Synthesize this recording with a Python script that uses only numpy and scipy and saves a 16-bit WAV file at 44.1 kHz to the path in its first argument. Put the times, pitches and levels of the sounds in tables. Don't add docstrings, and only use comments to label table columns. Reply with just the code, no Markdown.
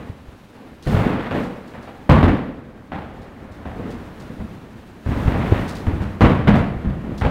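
import sys
import numpy as np
from scipy import signal
from scipy.fft import rfft, irfft
from scipy.io import wavfile

SR = 44100
rng = np.random.default_rng(int(sys.argv[2]) if len(sys.argv) > 2 else 0)


def waveform_to_disk(signal):
    frames = np.transpose(np.atleast_2d(signal))
    scaled = np.clip(frames, -1, 1) * 32767
    samples = np.round(scaled).astype(np.int16)
    wavfile.write(sys.argv[1], SR, samples)


N = 321930


def undb(db):
    return 10 ** (np.asarray(db) / 20)


def add(out, start_s, sound):
    i = int(np.clip(start_s * SR, 0, N - 1))
    out[i:i + len(sound)] += sound[:N - i]


def colour(x, curve, bass_db=0, crack_db=0, note_hz=500, note_db=0, note_width=0.09, size=4096):
    hz = np.maximum(np.arange(size // 2 + 1) * SR / size, 1)
    curve_hz, curve_db = np.transpose(curve)
    db = np.interp(np.log(hz), np.log(curve_hz), curve_db)
    db += bass_db / (1 + (hz / 170) ** 4) + crack_db / (1 + (520 / hz) ** 4)
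    db += note_db / (1 + (np.log(hz / note_hz) / note_width) ** 2)
    cepstrum = irfft(np.log(undb(db)))
    cepstrum[1:size // 2] *= 2
    cepstrum[size // 2 + 1:] = 0
    response = irfft(np.exp(rfft(cepstrum)))
    return signal.oaconvolve(x, response / np.linalg.norm(response))[:len(x)]


def wobble(rate_hz, count):
    return 1.2 * np.interp(np.arange(count) * rate_hz / SR, np.arange(1024), rng.standard_normal(1024))


def fade(t, t60):
    return np.exp(-np.log(1000) * np.maximum(t, 0) / t60)


def lag(x, seconds):
    keep = np.exp(-1 / (seconds * SR))
    return signal.lfilter([1 - keep], [1, -keep], x)


# frequency in Hz, level in dB.
BLAST_EQ = [(18, -20.5), (45, -1.5), (88, 3), (135, 0), (205, 1.5), (280, -1.5), (385, -9.5), (480, -7.5),
            (620, -11), (1100, -16), (2000, -21.5), (3600, -34), (6000, -53.5), (15000, -64)]
# start in seconds, level in dB, bass in dB, crack in dB,
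# seconds the echoes stay dense, hollow note of the echo path in Hz.
SHELL_CUES = [ (0.000, -36, 1, 3, 0.068, 443), (0.532, -43, -26, -5, 0.14, 420),
              (0.866, -17.5, 5.5, -3.5, 0.062, 450), (0.932, -19.5, -2.5, 1.5, 0.11, 168),
              (1.040, -22, -15, -2.5, 0.091, 750), (1.192, -33.5, 3, 24, 0.069, 1950),
              (1.309, -20, -10.5, -0.5, 0.034, 240), (1.357, -23.5, -14.5, -5.5, 0.009, 514),
              (1.738, -37, -13, 6, 0.024, 216), (1.874, -39, -12, 5, 0.003, 790),
              (2.0931, -6, 2.5, 0.5, 0.034, 1080), (2.229, -8, -1.5, 0.5, 0.004, 250),
              (2.277, -11.5, -8, -5.5, 0.0069, 287), (2.918, -29.5, -2, 9.5, 0.012, 816),
              (2.930, -25.5, 1.5, 4.5, 0.03, 790), (3.654, -27.5, 2.5, 0.5, 0.011, 696),
              (3.762, -28, -8, -9.5, 0.13, 470), (4.296, -34.5, -6, -14, 0.0061, 243),
              (4.4, -30, 2.5, -4.5, 0.019, 212), (5.062, -22.5, 11.5, 1, 0.042, 172),
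              (5.112, -24.5, 8, 4, 0.1, 312), (5.258, -20, 2, 1.5, 0.2, 170),
              (5.511, -21.5, 7.5, 8.5, 0.068, 284), (5.868, -20, 7, -0.5, 0.027, 306),
              (6.005, -23, 10, 4, 0.019, 204), (6.208, -6.5, 2, 0, 0.05, 1050),
              (6.473, -4.5, 5, 3, 0.021, 207), (6.552, -13, -0.5, -2, 0.011, 713),
              (6.848, -16, 5, -6.5, 0.049, 202), (7.040, -21, 1, -8, 0.074, 70.4),
              (7.212, -16, 9.5, 8, 0.029, 810), (7.248, -12.5, 6.5, 3, 0.0039, 540)]


def shell_bursts(front=3.7, snap_s=0.019, snap_loss_db_per_s=61, note_blur_s=0.062):
    out, t = np.zeros(N), np.arange(int(1.3 * SR)) / SR
    for start_s, db, bass_db, crack_db, dense_s, note_hz in SHELL_CUES:
        train = wall_echoes(t) * fade(t - dense_s, t60=0.78)
        train[0] -= front
        snap_db = 5 - snap_loss_db_per_s * dense_s
        note_db = 10.5 * np.exp(-dense_s / note_blur_s)
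        train *= undb(snap_db * np.exp(-(t / snap_s) ** 2))
        blast = colour(train, BLAST_EQ, bass_db, crack_db, note_hz, note_db, note_width=0.083)
        add(out, start_s, undb(db) * blast)
    return out


def wall_echoes(t, first_per_s=900, thicken_s=0.07, diffuse=0.53, patchy_db=1.0):
    chance = np.minimum(first_per_s * (1 + (t / thicken_s) ** 2) / SR, 1)
    arrivals = rng.random(len(t)) < chance
    slaps = arrivals * np.sign(rng.standard_normal(len(t))) / np.sqrt(chance)
    wash = diffuse * rng.standard_normal(len(t))
    return (slaps + wash) / np.hypot(1, diffuse) * undb(patchy_db * wobble(156, len(t)))


# start in seconds, level in dB, pitch in Hz.
THUD_CUES = [ (0.097, -16, 100), (0.284, -26, 62), (0.945, -0.5, 131), (0.969, -5, 110), (1.066, 2.5, 240),
             (2.276, -1, 239), (4.396, -22.5, 69), (4.756, -27, 97.6), (5.258, -5.5, 68), (5.278, -1, 93),
             (5.519, 1, 95.6), (5.523, 5, 331), (5.87, -7, 74.4), (5.88, -2.5, 87), (5.933, -9, 84.6),
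             (6.014, -14, 76.5), (6.765, -8, 65.3), (6.869, -3, 66.4)]


def thuds(rise_s=0.0012, ring_cycles=5.6):
    out, t = np.zeros(N), np.arange(SR // 4) / SR
    for start_s, db, hz in THUD_CUES:
        envelope = (1 - np.exp(-t / rise_s)) * fade(t, t60=ring_cycles / hz)
        add(out, start_s, -undb(db) * np.sin(2 * np.pi * hz * t) * envelope)
    return out


# frequency in Hz, level in dB.
ROLL_EQ = [(25, -24), (80, -25), (150, -5.5), (230, -10), (310, -16), (390, -7), (500, -2.5), (1000, -15),
           (2000, -15), (3500, -40), (6000, -62), (15000, -65)]


def town_roll(booms, t60=1.27, build_s=0.072, wet_db=-31):
    t = np.arange(2 * SR) / SR
    tail = colour(rng.standard_normal(len(t)), ROLL_EQ) * fade(t, t60) * (1 - np.exp(-t / build_s))
    return undb(wet_db) * signal.fftconvolve(booms, tail / np.linalg.norm(tail))[:N]


# frequency in Hz, level in dB.
FIZZ_EQ = [(500, -56), (2800, 2), (4200, 7), (6000, -0.5), (9000, -5), (15000, -15.5)]
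# start in seconds, level in dB.
FIZZ_CUES = [ (0.822, -45), (0.867, -43), (1.427, -52), (1.673, -55.5), (1.824, -54.5), (3.214, -55),
             (3.513, -55), (3.901, -49.5), (4.194, -52), (5.677, -39.5), (5.748, -43.5), (6.014, -49.5),
             (6.553, -41), (7.175, -37.5), (7.251, -49)]


def fizzes(grain_db=3, rise_s=0.0031):
    out, t = np.zeros(N), np.arange(SR // 2) / SR
    envelope = (1 - np.exp(-(t / rise_s) ** 2)) * fade(t, t60=0.3)
    for start_s, db in FIZZ_CUES:
        grains = rng.standard_normal(len(t)) * undb(grain_db * wobble(600, len(t)))
        add(out, start_s, undb(db) * grains * envelope)
    return colour(out, FIZZ_EQ)


# frequency in Hz, level in dB.
RUMBLE_EQ = [(20, -10), (50, -2), (90, 1), (160, -3), (220, 1.5), (360, -6), (700, -12), (1800, -19),
             (3300, -34), (6000, -53), (15000, -60)]
HISS_EQ = [(500, 5.5), (2600, 8.5), (3900, 5), (5200, -0.5), (8000, -5), (13000, -8.5)]
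# start in seconds, length in seconds, rumble in dB, hiss in dB.
VOLLEY_CUES = [ (0.845, 0.14, -26.5, -41), (1.305, 0.11, -39, -48), (3.0, 0.87, -38.5, -67.5),
               (3.65, 0.66, -38.5, -56), (5.042, 0.59, -28, -47), (6.59, 0.75, -32.5, -53)]


def night_bed(booms, town_db=-45, air_db=-57, linger_db=-30.5, flutter_db=0.8, flicker_db=1.0):
    linger = lag(np.tanh(booms / 0.13) ** 2, seconds=0.69)
    rumble_power = undb(town_db) ** 2 + undb(linger_db) ** 2 * linger
    hiss_power = undb(air_db) ** 2
    for start_s, length_s, rumble_db, hiss_db in VOLLEY_CUES:
        t = np.maximum(np.arange(N) / SR - start_s, 0)
        rise = 1 - np.exp(-t / 0.035)
        swell = rise * fade(t - length_s, t60=5.7 * length_s)
        rumble_power += (undb(rumble_db) * swell) ** 2
        hiss_power += (undb(hiss_db) * swell) ** 2
    rumble = rng.standard_normal(N) * np.sqrt(rumble_power) * undb(flutter_db * wobble(30, N))
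    hiss = rng.standard_normal(N) * np.sqrt(hiss_power) * undb(flicker_db * wobble(40, N))
    return colour(rumble, RUMBLE_EQ) + colour(hiss, HISS_EQ)


def scene():
    booms = shell_bursts() + thuds()
    return (booms + town_roll(booms) + fizzes() + night_bed(booms))[None]


def record(dry, ceiling=0.74, duck_db=7, attack_s=0.31, release_s=0.47, top_hz=15750):
    too_loud = 1.0 * (np.abs(dry) > ceiling)
    overload = lag(lag(too_loud, attack_s), release_s)
    ducked = dry * undb(-duck_db * np.tanh(overload / 0.018))
    clipped = ducked / (1 + np.abs(ducked / ceiling) ** 20) ** (1 / 20)
    high_cut = signal.ellip(10, 0.1, 70, top_hz, fs=SR, output="sos")
    return signal.sosfilt(high_cut, clipped)


dry = scene()
out = record(dry)
waveform_to_disk(out)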